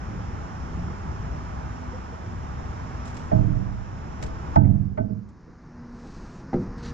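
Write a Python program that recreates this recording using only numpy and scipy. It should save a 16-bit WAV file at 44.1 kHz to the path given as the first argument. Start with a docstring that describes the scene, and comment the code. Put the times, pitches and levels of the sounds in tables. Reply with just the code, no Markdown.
"""A low rumble, leaves and insects over a calm river with a far engine humming; bubbles plop at the hull, then
knocks on a drifting aluminium canoe boom into the camera through its mount, as decaying modes and noise bursts.
Cloth snaps and brushes near the microphone as shaped bright noise; the air is coloured, patchy noise.
The camera fades from its pair of ports to one sheltered port, and its gain control ducks after loud knocks."""
import sys
import numpy as np
from scipy import signal
from scipy.fft import rfft, irfft, next_fast_len
from scipy.io import wavfile
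from scipy.ndimage import uniform_filter1d, minimum_filter1d, map_coordinates

SR = 44100
rng = np.random.default_rng(int(sys.argv[2]) if len(sys.argv) > 2 else 0)


def unload_wav(signal):
    """Save mono or channel-first audio to the path in sys.argv[1] as 16-bit WAV at rate SR, clipped to [-1, 1]."""
    wavfile.write(
        sys.argv[1],
        SR,
        np.round(np.clip(np.atleast_2d(signal).T, -1, 1) * 32767).astype(np.int16),
    )


N = 305877


def amp(db):
    """Gain of a level in dB."""
    return 10 ** (np.asarray(db) / 20)


def unit(x):
    """x at rms 1."""
    return x / np.sqrt(np.mean(x ** 2) + 1e-20)


def along(points, hz):
    """Each column after the frequency, read on a log axis."""
    f, *cols = np.transpose(points)
    return [np.interp(np.log(hz + 1), np.log(f + 1), c) for c in cols]


def wobble(rate):
    """A smooth random curve, rate knots a second."""
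    knots = rng.standard_normal(int(N * rate / SR) + 4)
    return map_coordinates(knots, [np.arange(N) * rate / SR])


def bells(rows):
    """Gain of a sum of bell-shaped swells; each width is the standard deviation in seconds."""
    t = np.arange(N) / SR
    return sum(amp(db) * np.exp(-.5 * ((t - s) / width) ** 2) for s, db, width in rows)


def strokes(rows):
    """Gain of a sum of rise-hold-fall shapes."""
    t = np.arange(N) / SR
    gain = np.zeros(N)
    for s, db, rise, hold, fall in rows:
        shape = np.interp(t - s, np.cumsum([0, rise, hold, fall]), [0, 1, 1, 0])
        gain += amp(db) * np.sin(np.pi / 2 * shape) ** 2
    return gain


def filtered(x, response):
    """x times a complex response of frequency."""
    m = next_fast_len(N + 8192)
    return irfft(rfft(x, m) * response(np.fft.rfftfreq(m, 1 / SR)), m)[..., :N]


def patchy(count, patchy_db):
    """White noises, of rms 1 together, under one field of random gain patches in time and frequency."""
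    z = signal.stft(rng.standard_normal((count, N)), nperseg=512)[2]
    field = uniform_filter1d(rng.standard_normal(z.shape[1:]), size=6, axis=0)
    field = uniform_filter1d(field, size=14, axis=1)
    return unit(signal.istft(z * amp(patchy_db * unit(field)), nperseg=512)[1][:, :N])


def coloured(spectrum, patchy_db):
    """One noise of rms 1 with this spectrum."""
    white = patchy(count=1, patchy_db=patchy_db)[0]
    return unit(filtered(white, lambda hz: amp(along(spectrum, hz)[0])))


def at_pair(table, inside, patchy_db):
    """Noise at two ports: the left hears part of what the right hears, shifted in phase, and part of its own."""
    def paths(hz):
        left_db, right_db, alike, lead = along(table, hz)
        alike = np.clip(alike, 0, 1)
        per_hz = np.sqrt(SR / 2) * inside(hz)
        left_shared = amp(left_db) * alike * np.exp(1j * lead)
        left_own = amp(left_db) * np.sqrt(1 - alike ** 2)
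        return per_hz * [left_shared, left_own, amp(right_db)]
    shared, own = patchy(count=2, patchy_db=patchy_db)
    heard = filtered(np.array([shared, own, shared]), paths)
    return np.array([heard[0] + heard[1], heard[2]])


def river_air():
    """Far rumble that comes in lumps, and a smoother rush of leaves and insects above it, at the pair of ports."""
    # both: f/Hz, left and right level/dB per Hz before the layer's gain, likeness/0-1, left lead/rad
    rumble_spectrum = [(22.0, -60, -69, 0.6, -0.5), (41.7, -59.5, -60.5, 0.7, -0.2),
                       (59.5, -47, -51.5, 1, -0.36), (129, -59, -56.5, 0.84, -0.54),
                       (189, -60.5, -58.5, 0.7, -0.83), (265, -70, -66, 1, -0.54),
                       (340, -71.5, -67, 0.7, -0.37), (407, -74, -71, 0.8, -0.36),
                       (536, -83.5, -72.5, 0.5, 0.2)]
    leaves_spectrum = [(563, -86.5, -74, 0.19, 0.2), (656, -69.5, -68, 0.73, 4),
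                       (770, -78, -69.5, 0.93, 1.5), (1010, -73, -70, 0.96, 2),
                       (1354, -76.5, -74, 0.84, 1.48), (2265, -87, -85.5, 0.14, 0.7),
                       (3290, -95.5, -93.5, 0.52, 0.4), (4330, -102.3, -99.5, 0.52, 0.5),
                       (4970, -99.2, -94.5, 0.19, 3.5), (5490, -96.5, -86.5, 0.74, 4.5),
                       (6140, -99.0, -98, 0.28, 3.5), (6700, -93, -96, 0.31, 4.5),
                       (7600, -104.4, -107.6, 0.13, 4.5), (8100, -113.8, -115.4, 0.06, -2),
                       (9200, -118.5, -118.4, 0.03, 7.5), (12450, -123.5, -123.5, 0.01, -7.5),
                       (14500.0, -140.0, -140.0, 0.06, -5.5)]
    # the rumble swells once, around the second loud knock:
    # t/s, added level/dB against steady, standard deviation/s
    rumble_swell = (5.09, 8.8, 0.2)
    rumble_db, leaves_db = -0.9, 0.16
    # the pair's rush of leaves fades from then on, on top of the handover
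    leaves_fade_s, leaves_fade_db_per_s = 4.85, 10.5
    leaves_fade_db = leaves_fade_db_per_s * np.maximum(0, np.arange(N) / SR - leaves_fade_s)
    rumble = at_pair(rumble_spectrum, lambda hz: hz < 540, patchy_db=1.0)
    rumble = rumble * (1 + bells([rumble_swell])) * amp(rumble_db + 1.2 * wobble(1.8) + 0.13 * wobble(11.0))
    leaves = at_pair(leaves_spectrum, lambda hz: hz >= 540, patchy_db=0.5)
    return rumble + leaves * amp(leaves_db - leaves_fade_db + 0.78 * wobble(1.7))


def sheltered_air():
    """Steady background noise at the single port, with a low wind thump under a light breeze and two gusts."""
    # background and wind: f/Hz, relative level/dB per Hz
    background_spectrum = [(12, -28), (22, 0), (64, -8.5), (160, -4), (260, -9.5), (400, -16), (600, -23),
                           (1000, -20), (1700, -27), (2400, -38), (3300, -50.5), (4300, -44.5), (5300, -40),
                           (6800, -46.5), (7600, -61), (9000, -68.5), (14000, -91)]
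    wind_spectrum = [(12, -21), (30, 8), (70, 4.5), (120, -16), (250, -47.5), (600, -120)]
    # gusts: t/s, peak level/dB added to the breeze, standard deviation/s
    gusts = [(6.2, -35, 0.03), (6.8, -37.5, 0.1)]
    background_db, breeze_db = -33.5, -40
    background = amp(background_db) * coloured(background_spectrum, patchy_db=0.9)
    return background + (amp(breeze_db) + bells(gusts)) * coloured(wind_spectrum, patchy_db=-1.0)


def far_engine():
    """A distant wavering hum with one overtone, and a lower drone that passes with rising pitch."""
    # hum swells: t/s, peak level/dB added to the steady hum, standard deviation/s
    swells = [(.7, -47, 0.073), (1.4, -49.5, 0.14), (1.85, -44.5, 0.12), (3.05, -44, 0.15),
              (5.78, -38, 0.067), (5.95, -33, 0.11), (6.88, -35, 0.14)]
    hum_hz, sag_hz_per_s, hum_db = 253, 2.3, -57.5  # pitch at the start, its slow fall, level between swells
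    overtone_db, overtone_db_per_s = -7.5, 9.5  # against the fundamental: at the end, and growth up to there
    drone_s, drone_db, drone_width_s = 0.75, -36, 0.18  # its loudest moment
    drone_hz, drone_rise_hz_per_s = 172, 37  # pitch at that moment
    t = np.arange(N) / SR
    phase = 2 * np.pi * np.cumsum(hum_hz - sag_hz_per_s * t + 0.78 * wobble(12)) / SR
    overtone = amp(overtone_db + overtone_db_per_s * (t - t[-1])) * np.sin(2 * phase)
    hum = (amp(hum_db) + bells(swells)) * amp(0.6 * wobble(10.0)) * (np.sin(phase) + overtone)
    hz = drone_hz + drone_rise_hz_per_s * (t - drone_s) + 3.1 * wobble(14.0)
    drone = np.sin(2 * np.pi * np.cumsum(hz) / SR)
    return hum + bells([(drone_s, drone_db, drone_width_s)]) * amp(2.2 * wobble(16.0)) * drone


def bubbles():
    """Bubbles at the hull: soft decaying sines whose pitch rises a little."""
    # plops: t/s, starting f/Hz, level/dB, t60/s
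    plops = [(1.931, 501, -32, 0.13), (2.121, 472, -36.5, 0.12)]
    out, t = np.zeros(N), np.arange(SR // 4) / SR
    for s, hz, db, t60 in plops:
        envelope = amp(db - 60 * t / t60) * (1 - np.exp(-t / 0.0063))
        out[round(s * SR):][:len(t)] += envelope * np.sin(2 * np.pi * hz * t * (1 + 0.35 * t))
    return out


def brushing_cloth():
    """Cloth sliding close to the single port, and a rougher scuff: noise with a fast random flutter."""
    # slides and scuffs: t/s, level/dB, rise/s, hold/s, fall/s
    slides = [(5.8, -54.5, 0.31, 0.23, 0.15), (6.5, -63, .08, .05, 0.073)]
    scuffs = [(6.77, -55.5, 0.015, .03, .03), (6.822, -45, 0.016, .065, .02), (6.905, -50, 0.026, .1, .02)]
    # their colours: f/Hz, relative level/dB per Hz
    slide_spectrum = [(1500, -27), (2500, -7), (3300, -12.5), (4300, -6.5), (5300, -8.5), (6400, -8.5),
                      (7200, -14.5), (8500, -22.5), (9500, -33), (12000, -47), (15000, -63)]
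    scuff_spectrum = [(700, -38), (1300, -1), (1800, -6), (2450, -11), (2750, -8), (3400, -12), (3900, -7),
                      (4250, -2), (4700, -6), (5400, -9), (6420, -9), (7200, -19), (9300, -29), (9900, -45),
                      (14000, -75)]
    slide = amp(0.98 * wobble(60) + 0.99 * wobble(450)) * coloured(slide_spectrum, patchy_db=1.2)
    scuff = amp(1.7 * wobble(70) + 1.4 * wobble(600)) * coloured(scuff_spectrum, patchy_db=2.5)
    return strokes(slides) * slide + strokes(scuffs) * scuff


def cloth_snaps():
    """Cloth snaps: short rough puffs of bright noise, separate at each port of the pair."""
    # snaps: t/s, level/dB before the colour, t60/s
    snaps = [(3.052, -44, 0.11), (3.056, -55, .5), (3.077, -45, .08), (3.101, -54, 0.092),
             (3.144, -43, .08), (3.168, -35.5, 0.052), (3.19, -51.5, 0.46), (4.215, -46, 0.052),
             (4.225, -30.5, 0.07), (4.237, -40, 0.044), (4.261, -41, 0.084), (4.677, -41, 0.043),
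             (5.287, -41.5, 0.07), (6.78, -49, .04)]
    # their colour: f/Hz, gain/dB
    snap_spectrum = [(600, -45), (1200, -1), (2200, 1.5), (3200, -3.5), (5500, -3), (7500, -2),
                     (9000, -18.5), (12000, -26.5), (15000, -35)]
    shape, t = np.zeros(N + SR), np.arange(SR // 4) / SR
    for s, db, t60 in snaps:
        shape[round(s * SR):][:len(t)] += amp(db - 60 * t / t60) * (1 - np.exp(-t / 0.00068))
    noise = filtered(patchy(count=2, patchy_db=0.0), lambda hz: amp(along(snap_spectrum, hz)[0]))
    return shape[:N] * amp(2.3 * wobble(1100)) * noise


def hull():
    """Each blow rings the modes of its spot; the big low panels take longest to swing up."""
    # hull modes: f/Hz, t60/s before the blow's damping, level/dB when struck at spot a, b, c, d
    modes = [(34.07, 1.0, -17.5, -15.5, -36.5, -37.5), (48.9, 1.0, -25.5, -22, -32.5, -46),
             (81.2, 1, -29, -16, -43, -48.5), (99.28, 0.84, -17, -7.5, -24.5, -47),
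             (109.8, 0.97, -36, -29, -20.5, -41), (119.04, 0.85, -15.5, -14, -28.5, -33.5),
             (141.04, 0.77, -29, -10.5, -33.5, -28), (156.5, 0.5, -21, -33, -26.5, -41.5),
             (190.9, 0.93, -22, -13, -22.5, -25.5), (208.3, 1, -31, -21, -22, -31),
             (243, 0.38, -41, -33, -30, -26), (258, 0.76, -38, -22.5, -34, -33.5),
             (275, 0.94, -41, -40, -45, -36), (300.5, 0.53, -25.5, -25, -43.5, -38.5),
             (356.5, 0.27, -42, -43.5, -34, -21.5), (396, 0.47, -54, -47, -45.5, -26.5),
             (419, 0.15, -42, -54.5, -32.5, -30.5), (463, 0.75, -46, -49, -45, -39),
             (496, 0.35, -49, -60, -45, -26.5), (570, 0.53, -50, -51, -45, -39.5),
             (629, 0.61, -24.5, -33, -33, -46), (633.6, 0.59, -26, -23, -22.5, -48),
             (652, 0.69, -32.5, -30.5, -27.5, -52.5), (668.6, 0.24, -23.5, -17.5, -38.5, -44),
             (680, 0.46, -30.5, -21, -32.5, -43), (730, 0.39, -41.5, -27, -39.5, -42),
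             (753, 0.14, -46, -37.5, -56, -37), (785, 0.2, -47, -39.5, -45.5, -34),
             (864, 0.36, -40, -37.5, -33, -54.5), (855, 0.46, -31.5, -19, -38, -59.5),
             (890, 0.44, -40, -18.5, -51, -67), (946, 0.45, -46, -34, -47, -59),
             (1260, 0.59, -62, -46.5, -58, -50), (1510, 0.44, -45.5, -39, -41.5, -66)]
    # blows: t/s, spot struck, strength/dB, damping factor, rise/s, cycles a mode needs to swing up,
    # weak modes' level/dB against the ring, first burst/dB, clatter level/dB, click level/dB,
    # time for which the big panels keep feeding each other before their ring falls away/s
    knocks = [(3.314, "a", 2.5, 0.66, 0.0043, 2.5, -12.5, 11.5, -39, -47, 0.18),
              (3.556, "a", -12.5, 0.8, 0.0052, 0.88, -8.5, -13.5, -56, -71.5, 0.078),
              (4.227, "c", -17, 1.7, .002, 3.6, -13, 17.5, -47, -63, .09),
              (4.557, "b", 13.5, 1.04, 0.0069, 3.53, -14.5, 8, -28, -29.5, 0.32),
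              (4.643, "c", -22, 1.5, 0.0026, 3, -15, 0, -35, -51, 0.11),
              (4.974, "c", 17.5, 1.63, 0.0077, 2.5, -11.5, 15, -18.5, -33.5, .09),
              (5.09, "c", 11, 2.4, 0.011, 1.6, -18, -19, -46, -67, 0.13),
              (5.469, "d", -1.5, 4.3, 0.0066, 2.1, -5.5, -1, -54, -57, 0.073),
              (6.53, "d", 20.5, 1.57, 0.0013, 0.37, -10.5, 17, -17, -22, 0.11),
              (6.539, "d", 15, 1.9, .001, .3, -14, 11, -17.5, -23, .1)]
    # contacts that ring one heavily damped rib or panel: t/s, f/Hz, level/dB, t60/s
    pings = [(4.222, 2200, -44, 0.054), (4.643, 2150, -37, 0.065), (4.651, 2230, -41.5, .06),
             (4.975, 4370, -39.5, .04), (4.976, 1900, -31.5, .06), (4.982, 870, -16, .05),
             (4.984, 660, -4, .06), (4.987, 200, -2.5, .07), (3.32, 672, -15.5, 0.063),
             (6.5315, 329, 10.5, 0.032), (6.5389, 240, 9, 0.035)]
    # clatter of the contact, its bright edge, the dense weak modes: f/Hz, relative level/dB
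    clatter_spectrum = [(400, -24), (900, 7), (1500, 8), (2000, 3.5), (2500, -11), (4000, -29), (8000, -63)]
    click_spectrum = [(1500, -24), (2800, -2), (4000, -3.5), (5500, -2.5), (7500, -14), (8500, -28.5),
                      (15000, -35.5)]
    weak_spectrum = [(15, 2), (30, -4), (60, 1), (150, 8), (310, -0.5), (400, -13.5), (550, -24.5),
                     (660, -13.5), (900, -31), (1100, -40), (1500, -41.5), (3000, -54), (6000, -85.5)]
    burst_t60_s, clatter_t60_s, click_t60_s = 0.14, 0.094, 0.03
    waver_db = 2.5  # loose ribs also make each mode swell and sink
    wash_rise_s_per_cycle = 0.0045  # weak modes fill in behind the blow, later when the swing-up is slow
    left_wash_db = 5  # the left port hears other weak modes, stronger against its faint ring
    out, t = np.zeros((2, N + SR)), np.arange(SR) / SR
    clatter_noise = coloured(clatter_spectrum, patchy_db=1)
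    click_noise = coloured(click_spectrum, patchy_db=0.0)
    left_weak = amp(left_wash_db) * coloured(weak_spectrum, patchy_db=3.5)
    weak = np.array([left_weak, coloured(weak_spectrum, patchy_db=2.5)])
    hz, t60, *spots = np.transpose(modes)[:, :, None]
    small = hz > 560
    # neighbouring low modes start in opposite directions
    sign = np.where(small, 1, (-1.) ** np.arange(len(hz))[:, None])
    fade_out = np.minimum(1, (1 - t) / 0.47)  # each ring fades out fully by one second
    for s, spot, db, damping, rise, cycles, wash_db, burst_db, clatter_db, click_db, hold in knocks:
        start = round(s * SR)
        contact = (1 - np.exp(-t / rise)) ** 2
        held_t = t * t / (t + abs(hold))  # decay that starts late
        swing = 1 - np.exp(-t * hz / cycles)
        swing = swing * amp(-60 * np.where(small, t, 1.24 * held_t) * damping / t60)
        # small panels lose most of the blow in a first burst
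        first_burst = amp(-4 - 14 * t) * (1 + amp(burst_db - 60 * t / burst_t60_s))
        swing = swing * np.where(small, first_burst, 1)
        # loose ribs make the pitch wander, most in small panels
        steps = np.cumsum(rng.standard_normal((len(hz), 41)), axis=1)
        wander = np.array([np.interp(t, np.linspace(0, 1, 41), k - k[0]) for k in steps])
        drift = np.where(small, .7, .3) * wander
        knots = rng.standard_normal((len(hz), 21))
        waver = np.array([np.interp(t, np.linspace(0, 1, 21), k) for k in knots])
        swing = swing * amp(waver_db * (1 - np.exp(-t / 0.06)) * waver)
        level = amp(db + spots["abcd".index(spot)])
        ring = (level * sign * swing * np.sin(2 * np.pi * hz * t + drift)).sum(axis=0)
        wash = amp(wash_db - 60 * held_t * damping / 0.63) * np.linalg.norm(level)
        wash = wash * (1 - np.exp(-t / (wash_rise_s_per_cycle * cycles)))
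        wash = wash * np.roll(weak, start, axis=1)[:, :len(t)]
        clatter = amp(clatter_db - 60 * t / clatter_t60_s) * (1 - np.exp(-t / 0.0013))
        clatter = clatter * np.roll(clatter_noise, start)[:len(t)]
        click = amp(click_db - 60 * t / click_t60_s) * (1 - np.exp(-t / 0.0056))
        click = click * np.roll(click_noise, start)[:len(t)]
        out[:, start:][:, :len(t)] += contact * fade_out * (ring + wash) + clatter + click
    for s, ping_hz, db, t60 in pings:
        envelope = amp(db - 60 * t / t60) * (1 - np.exp(-t / .002))
        out[:, round(s * SR):][:, :len(t)] += envelope * np.sin(2 * np.pi * ping_hz * t)
    return out[:, :N]


def through_mount(knock):
    """The hull as the left port hears it: level and phase change with frequency."""
    # left port against the right one: f/Hz, level/dB, lead/rad
    mount = [(40, -9.5, -2), (99, -15.5, -1), (280, -17, -0.5), (447, -2.5, -1), (650, -4.5, -3),
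             (850, -2.5, -3), (1360, 1, -1), (2000, 3, -5.5), (3400, -3.5, -5), (8000, 1, -4)]

    def response(hz):
        db, lead = along(mount, hz)
        return amp(db) * np.exp(1j * lead)
    return filtered(knock, response)


def scene():
    """The pair of ports hands over to the single port, which feeds both channels alike and hears less of the hull."""
    handover_s, handover_lasts_s = 4.414, 1.56
    air, hum, snaps, knocks = river_air(), far_engine(), cloth_snaps(), hull()
    pair = np.array([through_mount(knocks[0]), knocks[1]]) + air + snaps
    pair = pair + (hum + bubbles()) * amp([[-1.5], [1.5]])  # stronger on the right
    single = amp(-17) * knocks[1] + sheltered_air() + brushing_cloth() + snaps[0] + hum
    progress = np.clip((np.arange(N) / SR - handover_s) / handover_lasts_s, 0, 1)
    share = np.cos(np.pi / 2 * progress) ** 2
    return share * pair + (1 - share) * single


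def gain_control(x, top_db, hold, release_db, attack):
    """Gain takes most of the excess off peaks above the top, holds, then climbs at a steady dB per second."""
    need = 0.89 * np.minimum(0, top_db - 20 * np.log10(np.abs(x).max(axis=0) + 1e-9))
    span = int(hold * SR) // 2 * 2 + 1
    held = minimum_filter1d(need, span, origin=span // 2)
    ramp = release_db * np.arange(N) / SR
    climb = np.minimum.accumulate(held - ramp) + ramp
    pole = np.exp(-1 / (attack * SR))
    return x * amp(signal.lfilter([1 - pole], [1, -pole], climb))


def record(dry):
    """Gain control, the camera's own hiss after it, a soft ceiling and the band limit."""
    # the camera's own noise: f/Hz, relative level/dB per Hz
    hiss_spectrum = [(2000, -34), (3000, -12.5), (4300, 0.5), (5400, 1.5), (6800, -2.5), (7600, -16.5),
                     (9000, -56)]
    hiss_db, top_hz = -79.5, 14900
    x = gain_control(dry, top_db=-5.5, hold=0.34, release_db=5.5, attack=0.00084)
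    x = x + amp(hiss_db) * coloured(hiss_spectrum, patchy_db=-1.5)
    x = x / (1 + np.abs(x / 0.94) ** 6) ** (1 / 6)
    return filtered(x, lambda hz: hz < top_hz)


dry = scene()
out = record(dry)
unload_wav(out)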